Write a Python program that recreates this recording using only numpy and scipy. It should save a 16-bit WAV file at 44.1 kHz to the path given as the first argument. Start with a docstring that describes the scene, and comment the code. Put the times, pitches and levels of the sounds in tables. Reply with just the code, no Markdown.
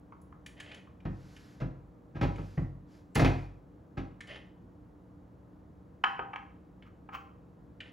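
"""A cast-iron reloading press clunks and shakes its wooden bench in a small workshop with a fan running.
A brass case clicks and scrapes into the shell holder, and the oiled ram hisses as it slides up and down.
The round is dropped into a plastic block and the next case is drawn out.
Blows are noise bursts, mostly with ringing tones; the main ones have a strength and a hardness that tilts
them towards the treble. Slides are coloured noise that swells and dies with the speed."""
import sys
import numpy as np
from scipy import signal
from scipy.fft import rfft, irfft, next_fast_len
from scipy.io import wavfile
from scipy.ndimage import uniform_filter1d

SR = 44100
rng = np.random.default_rng(int(sys.argv[2]) if len(sys.argv) > 2 else 0)


def waveform_to_disk(signal):
    """Save audio, clipped to [-1, 1], as 16-bit WAV at the path in sys.argv[1]."""
    frames = np.transpose(np.atleast_2d(signal))
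    scaled = np.clip(frames, -1, 1) * 32767
    samples = np.round(scaled).astype(np.int16)
    wavfile.write(sys.argv[1], SR, samples)


N = 349272
TIME = np.arange(N) / SR
RING_TIME = TIME[:int(0.45 * SR)]  # time axis of one blow or one room response

# Fan and room air. Colour of the rush: pitch_hz, relative_level_db
AIR_COLOUR = [(20, -36), (36, -15.5), (58, -1.5), (175, -8), (225, -10), (301, -7.5), (384, -16.5),
              (463, -16.5), (790, -23.5), (1100, -27), (1800, -37), (2400, -43.5), (5000, -52),
              (15000, -55.5)]
AIR_LEVEL_DB = -56
# Motor and blade tones of the fan: pitch_hz, level_db
FAN_TONES = [(118.4, -66), (161.5, -67.5), (183.0, -60.5), (296.1, -63), (479.1, -70.5)]
# Stereo width of the air, side against middle: pitch_hz, level_db
AIR_WIDTH = [(60, -17), (200, -11), (380, -6), (700, -3.5), (1300, 0.5), (2400, -12), (4400, -21.5)]
# Stereo width of the workshop sound, shape over pitch: pitch_hz, relative_level_db
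ROOM_WIDTH = [(60, -14), (150, -18), (300, -9), (600, -4.5), (1400, 0), (2200, -14.5), (3100, -14),
              (4200, -38), (12000, -19.5)]
ROOM_T60_LOW_S, ROOM_T60_HIGH_S = 0.46, 0.35  # time to fall by 60 dB

# Ram and case sliding up into the die and out again: start_s, length_s, relative_level_db
RAM_STROKES = [(1.02, .72, -65), (2.2, 0.54, -66.5), (2.85, 0.2, -69), (3.3, 0.2, -68)]
# Colour of oiled steel sliding: pitch_hz, relative_level_db
OIL_COLOUR = [(900, -2), (1500, 5), (3000, -1), (5000, -0.5), (7500, -7), (10500, -11), (13000, -12),
              (15000, -47)]
# Case rim dragged in the shell holder: start_s, length_s, relative_level_db
RIM_SCRAPES = [(.565, 0.24, -53.5), (4.275, 0.11, -44.5), (7.81, .1, -57.5)]
# Colour of the rim's friction: pitch_hz, relative_level_db
RIM_COLOUR = [(300, -1.5), (560, 13), (1100, -5), (1850, 10), (3050, 7), (3800, -6.5), (5000, -8),
              (7500, -29), (10500, -31.5), (14000, -45)]
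# Case drawn along the wall of its hole in the block: start_s, length_s, peak_level_db
BLOCK_DRAGS = [(6.85, 0.04, -60.5), (7.117, .062, -42)]
# Colour of brass rubbing on plastic: pitch_hz, relative_level_db
RUB_COLOUR = [(400, -23), (800, -3), (1250, 8.5), (1750, -6.5), (2350, 0.5), (3100, -8), (3700, -23.5),
              (6000, -25), (11000, -39), (14500, -25)]
# Friction grows as this power of the sliding speed
OIL_SPEED_POWER, RIM_SPEED_POWER, DRAG_SPEED_POWER = 1.58, 0.31, 1.5

# Case held in the fingers bumping the press frame: start_s, level_db
FINGER_BUMPS = [(0.122, -50.5), (.325, -53.5), (0.871, -59)]
# Colour of a finger-damped case: pitch_hz, relative_level_db
DAMPED_CASE_COLOUR = [(600, -21), (1000, 0), (1250, 4), (1600, -11), (2400, -19), (4000, -42), (10000, -54)]

# The shell holder butts against the die at the top of the stroke
STOP_S, STOP_DB = 2.573, -48
# Ringing tones of the die: pitch_hz, relative_level_db, t60_s (time to fall by 60 dB)
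DIE_MODES = [(1860, -3, .06), (2000, -2.5, 0.11), (2130, -7, 0.071), (2350, -3, .045)]
# The case breaks free of the die on the way down
RELEASE_S, RELEASE_DB = 3.1545, -36
# Colour of that snap: pitch_hz, relative_level_db
SNAP_COLOUR = [(1500, -30), (4000, -1), (7000, -0.5), (11000, -0.5), (15000, -1)]

# Cases against the plastic block: start_s, strength_db, hardness_db, contact_spread_s
BLOCK_TAPS = [(6.037, -29, 7.5, 0.0026), (6.192, -35.5, -13.5, 0.0012), (6.332, -43, -7, .0023),
              (6.359, -44, 5.5, 0.00069), (7.088, -49.5, -15, 0.002), (7.141, -52, 2, 0.0011),
              (7.17, -61, 9, 0.001)]
# Ringing tones of the block: pitch_hz, relative_level_db, t60_s
BLOCK_MODES = [(790.4, 1, 0.15), (877, -7, 0.097), (1030, -15.5, 0.033), (1269, 7, 0.075),
               (1326, -4, 0.064), (1620, -9, 0.056), (1940, -10, 0.059), (2028, -13.5, 0.073),
               (2306, 8.5, 0.0422), (2360, -2.5, 0.019), (2600, 9.5, 0.025), (3070, 3, 0.061),
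               (3084, 1.5, 0.039)]
# Colour of the block's dense, quickly damped tones: pitch_hz, relative_level_db
PLASTIC_COLOUR = [(100, -31), (350, -14), (660, -17.5), (830, -4), (1400, -2), (1750, -4), (2300, -8.5),
                  (2600, -6), (3100, -2), (3350, -13.5), (3850, -17.5), (5500, -20), (8000, -33.5),
                  (12000, -45), (14500, -32)]
# Upper edges of a tap's registers: edge_hz
TAP_EDGES_HZ = [1046, 2250, 3280]
# Register levels of a middling tap, one more for the top: relative_level_db
TAP_BALANCE_DB = [1.5, 2.5, -5, -23]

# Small clicks of a brass case, mostly against the steel shell holder and die, one at the plastic block:
# start_s, strength_db, hardness_db
CASE_CLICKS = [(.213, -87.5, 40.5), (0.4607, -47.5, 9), (.599, -44.5, 1), (.714, -47, -23),
               (0.743, -49.5, 1.5), (1.001, -64.5, -19), (1.363, -55, 0.5), (2.357, -55.5, -3),
               (3.147, -57, 28), (3.1525, -37.5, 12.5), (4.205, -44.5, -6), (4.27, -56, 2),
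               (6.822, -57.5, -31), (7.803, -42, -27.5)]
# Ringing tones of case and holder: pitch_hz, relative_level_db, t60_s
HOLDER_MODES = [(1775, -3.5, 0.049), (2192, -3, .045), (2407, 3, 0.024), (2975, 1.5, 0.037),
                (2890, -7, 0.013), (6560, -10, 0.0065), (9760, -13, 0.015)]
# Colour of the brass's dense, quickly damped tones: pitch_hz, relative_level_db
BRASS_COLOUR = [(500, -17), (1200, -7.5), (1800, 2), (3100, 1), (3900, -5.5), (5500, -7.5), (7000, -5.5),
                (10500, -3), (12500, -22), (15000, -18)]
# Upper edges of a click's registers: edge_hz
CLICK_EDGES_HZ = [4150, 8700]
# Register levels of a middling click, one more for the top: relative_level_db
CLICK_BALANCE_DB = [0.5, -12.5, -21.5]

# Linkage and ram blows: start_s, strength_db, hardness_db, contact_spread_s
PRESS_CLUNKS = [(1.051, -31.5, -7.5, 0.0025), (1.599, -44, 9.5, 0.0048), (1.611, -30, -13, 0.0035),
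                (2.145, -34.5, -5, 0.019), (2.210, -27, 4, 0.0025), (2.226, -25, 0.5, 0.0024),
                (2.378, -36.5, -3.5, 0.0055), (2.574, -26, -18.5, .003), (3.154, -25, 11, 0.0058),
                (3.194, -24.5, 12, 0.0018), (3.216, -21, -3, 0.00464), (3.245, -23.5, 11, 0.0014),
                (3.968, -31.5, 0, 0.0098)]
# Ringing tones of the wooden bench: pitch_hz, relative_level_db, t60_s
BENCH_MODES = [(49.6, -9, 0.51), (71.5, -6, 0.15), (98.3, -6.5, 0.39), (120.4, -7.5, 0.2), (139.6, 6, 0.13),
               (175.9, 0.5, 0.13), (218.7, -5, 0.12), (266.6, -5, 0.25), (311.1, -3.5, 0.21),
               (345.5, -2, 0.18), (451.7, -10.5, .2)]
# Ringing tones of the iron frame: pitch_hz, relative_level_db, t60_s
FRAME_MODES = [(574, -4, 0.054), (614, -9.5, 0.27), (806, 4, 0.18), (960, -19, .12), (1040, -14.5, 0.1),
               (1117, -9, 0.1), (1287, 3, 0.11), (1623, 4.5, 0.09), (1840, -13, 0.25), (2083, 8, 0.057),
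               (2333, -2, 0.066), (2950, -14, 0.067), (2940, -0.5, 0.066)]
# Colour of the iron's dense, quickly damped tones: pitch_hz, relative_level_db
IRON_COLOUR = [(40, -10.5), (120, 10.5), (330, -3), (600, 0.5), (1300, -6), (2500, -2.5), (3100, -11),
               (3700, -15.5), (6000, -25), (8000, -36.5), (10500, -37.5), (15000, -42.5)]
# Upper edges of a clunk's registers: edge_hz
CLUNK_EDGES_HZ = [200, 600, 1700, 3500]
# Register levels of a middling clunk, one more for the top: relative_level_db
CLUNK_BALANCE_DB = [0.5, -5.5, -12.5, -19.5, -29.5]

TOP_HZ = 15800  # the treble is cut above this
PORT_LAG_S = 0.00022  # delay between the microphone ports in the high treble


def amp(db):
    """Turn decibels into gain."""
    return 10 ** (np.asarray(db) / 20)


def unit(x):
    """Scale to an rms (average strength) of 1."""
    return x / np.sqrt(np.mean(x ** 2))


def crest(x, size=256):
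    """Scale so that the loudest few milliseconds have rms 1."""
    return x / np.sqrt(uniform_filter1d(x ** 2, size).max())


def add(track, start_s, sound):
    """Mix a sound into the track at its start time."""
    start = int(start_s * SR)
    track[start:start + len(sound)] += sound[:N - start]


def curve_gain(points, size):
    """Gain at each filter frequency, drawn through the points on a logarithmic pitch scale."""
    hz, db = np.transpose(points)
    freqs = np.maximum(np.fft.rfftfreq(size, 1 / SR), 1)
    return amp(np.interp(np.log(freqs), np.log(hz), db))


def colour(x, points, size=4096):
    """Filter to the given spectrum without sounding ahead of the input."""
    # Folding the cepstrum forward in time gives the filter its earliest possible response
    cepstrum = irfft(np.log(curve_gain(points, size)))
    cepstrum[1:size // 2] *= 2
    cepstrum[size // 2 + 1:] = 0
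    response = irfft(np.exp(rfft(cepstrum)))
    return signal.oaconvolve(x, response)[:len(x)]


def widen(x, points, size=2048):
    """Make a side signal: the sound a quarter cycle later, weighted by a spectrum."""
    response = np.fft.fftshift(irfft(-1j * curve_gain(points, size)))
    return signal.oaconvolve(x, response[1:], mode="same")


def left_right(mid, side):
    """Make two channels from their common part and their difference."""
    return np.array([mid + side, mid - side])


def onset(rise_s):
    """Smooth start of a sound; a longer contact builds up more slowly."""
    return 1 - np.exp(-(RING_TIME / rise_s) ** 2)


def decay(t60_s):
    """Exponential fade by 60 dB in the given time."""
    return np.exp(-np.log(1000) * RING_TIME / t60_s)


def ring(modes, rise_s, scatter_db):
    """Decaying tones; each blow lands on another spot and shares its energy differently."""
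    total = np.zeros(len(RING_TIME))
    for hz, db, t60_s in modes:
        size = amp(db + scatter_db * rng.standard_normal())
        wave = np.sin(2 * np.pi * (hz * RING_TIME + rng.random()))
        total += size * wave * decay(t60_s)
    return crest(total * onset(rise_s))


def burst(spectrum, rise_s, t60_s):
    """Countless close tones that die together, made from coloured noise."""
    noise = rng.standard_normal(len(RING_TIME))
    return crest(colour(noise * onset(rise_s) * decay(t60_s), spectrum))


def tilt(balance_db, strength_db, hardness_db):
    """Register levels of a blow: hardness acts fully on the top register and not at all on the bottom one."""
    return strength_db + np.array(balance_db) + hardness_db * np.linspace(0, 1, len(balance_db))


def voice(x, edges_hz, levels_db):
    """Split a blow into registers and set each one's level: harder contacts put more into the upper ones."""
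    n = next_fast_len(2 * len(x))
    freqs = np.fft.rfftfreq(n, 1 / SR)
    rest = rfft(x, n)
    out = np.zeros(len(x))
    for edge_hz, db in zip(edges_hz, levels_db):
        low = rest / (1 + (freqs / edge_hz) ** 10)
        rest = rest - low
        out += amp(db) * crest(irfft(low, n)[:len(x)])
    return out + amp(levels_db[-1]) * crest(irfft(rest, n)[:len(x)])


def swell(moves, power):
    """Each move speeds up and slows down in a half sine; its friction follows a power of that speed."""
    gain = np.zeros(N)
    for start_s, length_s, db in moves:
        speed = np.abs(np.sin(np.linspace(0, np.pi, int(length_s * SR))))
        add(gain, start_s, amp(db) * speed ** power)
    return gain


def fan():
    """Steady rush of air with a few motor and blade tones that waver in strength and phase."""
    mid = unit(colour(rng.standard_normal(N), AIR_COLOUR))
    side = unit(colour(rng.standard_normal(N), AIR_COLOUR))
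    air = amp(AIR_LEVEL_DB) * left_right(mid, widen(side, AIR_WIDTH))
    knots = np.linspace(0, TIME[-1], num=40)
    hum = np.zeros(N)
    for hz, db in FAN_TONES:
        waver = np.interp(TIME, knots, rng.standard_normal(len(knots)))
        tone = np.sin(2 * np.pi * hz * TIME + 0.98 * waver)
        hum += amp(db) * (1 + 0.12 * waver) * tone
    return air + hum


def reverb():
    """Diffuse room response of energy 1, made from fading noise; the treble dies sooner."""
    noise = rng.standard_normal(len(RING_TIME))
    low = signal.sosfilt(signal.butter(1, 4000, fs=SR, output="sos"), noise)
    high = noise - low
    tail = low * decay(ROOM_T60_LOW_S) + high * decay(ROOM_T60_HIGH_S)
    tail *= onset(0.0098)
    return tail / np.linalg.norm(tail)


def workshop(dry):
    """Direct sound, slightly out of phase between the channels, and a diffuse tail from all around."""
    # Colour of the room tail: pitch_hz, level_db
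    wet = colour(dry, [(60, -6), (300, -4.5), (900, -4.5), (3000, -7.5), (7000, -6.0), (14000, -5.5)])
    mid = dry + signal.oaconvolve(wet, reverb())[:N]
    side_tail = signal.oaconvolve(dry, reverb())[:N]
    side = amp(-1.0) * mid + amp(-7.5) * side_tail
    return left_right(mid, widen(side, ROOM_WIDTH))


def slide():
    """Oiled steel hisses as it slides, louder when it moves faster."""
    hiss = unit(colour(rng.standard_normal(N), OIL_COLOUR))
    return amp(-1.5) * hiss * swell(RAM_STROKES, OIL_SPEED_POWER)


def scrape():
    """The case sticks and slips; each gritty pulse rings the brass in the holder or rasps on the plastic."""
    # About 650 slips a second, of uneven size, each fading over 3 ms
    slips = (rng.random(N) < 650 / SR) * amp(1.6 * rng.standard_normal(N))
    pressure = signal.lfilter([1], [1, -np.exp(-1 / (0.003 * SR))], slips)
    grit = (unit(pressure) + 0.63) * rng.standard_normal(N)
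    rung = signal.fftconvolve(grit, ring(HOLDER_MODES, rise_s=0.0004, scatter_db=1.5))[:N]
    steel = amp(-3.5) * unit(colour(grit, RIM_COLOUR)) + amp(-9.5) * unit(rung)
    plastic = unit(colour(grit, RUB_COLOUR))
    on_steel = steel * swell(RIM_SCRAPES, RIM_SPEED_POWER)
    on_plastic = plastic * swell(BLOCK_DRAGS, DRAG_SPEED_POWER)
    return on_steel + on_plastic


def bumps():
    """The fingers damp the case, so it meets the frame with a small dull tick."""
    out = np.zeros(N)
    for start_s, level_db in FINGER_BUMPS:
        tick = burst(DAMPED_CASE_COLOUR, rise_s=0.00036, t60_s=0.047)
        add(out, start_s, amp(level_db) * tick)
    return out


def die():
    """Steel meets steel with a short ring at full stroke; the case later lets go with a dry snap."""
    out = np.zeros(N)
    add(out, STOP_S, amp(STOP_DB) * ring(DIE_MODES, rise_s=0.002, scatter_db=3.0))
    add(out, RELEASE_S, amp(RELEASE_DB) * burst(SNAP_COLOUR, rise_s=0.0005, t60_s=0.0071))
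    return out


def block():
    """A case knocks the hollow plastic block; a glancing touch builds up more slowly."""
    out = np.zeros(N)
    for start_s, strength_db, hardness_db, spread_s in BLOCK_TAPS:
        knock = burst(PLASTIC_COLOUR, rise_s=spread_s, t60_s=0.035)
        tones = ring(BLOCK_MODES, rise_s=spread_s, scatter_db=1.0)
        levels_db = tilt(TAP_BALANCE_DB, strength_db, hardness_db)
        add(out, start_s, voice(knock + amp(-4.0) * tones, TAP_EDGES_HZ, levels_db))
    return out


def case_clicks():
    """The brass case clicks with a short ring, mostly against steel and once at the plastic block."""
    out = np.zeros(N)
    for start_s, strength_db, hardness_db in CASE_CLICKS:
        snap = burst(BRASS_COLOUR, rise_s=0.0028, t60_s=0.063)
        tones = ring(HOLDER_MODES, rise_s=0.0022, scatter_db=4.5)
        levels_db = tilt(CLICK_BALANCE_DB, strength_db, hardness_db)
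        add(out, start_s, voice(snap + amp(-2) * tones, CLICK_EDGES_HZ, levels_db))
    return out


def press():
    """Slack in the linkage closes: the iron clanks and the heavy bench swings up more slowly under it."""
    out = np.zeros(N)
    for start_s, strength_db, hardness_db, spread_s in PRESS_CLUNKS:
        clank = burst(IRON_COLOUR, rise_s=spread_s, t60_s=0.16)
        frame = ring(FRAME_MODES, rise_s=spread_s, scatter_db=8.5)
        bench = ring(BENCH_MODES, rise_s=0.012, scatter_db=1.5)
        blow = clank + amp(-5.5) * frame + amp(0.5) * bench
        levels_db = tilt(CLUNK_BALANCE_DB, strength_db, hardness_db)
        add(out, start_s, voice(blow, CLUNK_EDGES_HZ, levels_db))
    return out


def scene():
    """Press, case and block sound into the workshop over the fan."""
    friction = slide() + scrape()
    blows = bumps() + die() + block() + case_clicks() + press()
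    return workshop(friction + blows) + fan()


def record(dry):
    """In the high treble the two microphone ports drift apart in phase, left behind right; the top is cut."""
    n = next_fast_len(N)
    hz = np.fft.rfftfreq(n, 1 / SR)
    # Phase difference in radians, shared equally by the two channels
    lag = 2 * np.pi * PORT_LAG_S * (hz - 6800) * (hz > 7500)
    turn = np.exp(0.5j * np.array([-lag, lag]))
    ports = irfft(rfft(dry, n) * turn, n)[:, :N]
    top_cut = signal.ellip(8, 0.2, 70, TOP_HZ, fs=SR, output="sos")
    return signal.sosfilt(top_cut, ports)


dry = scene()
out = record(dry)
waveform_to_disk(out)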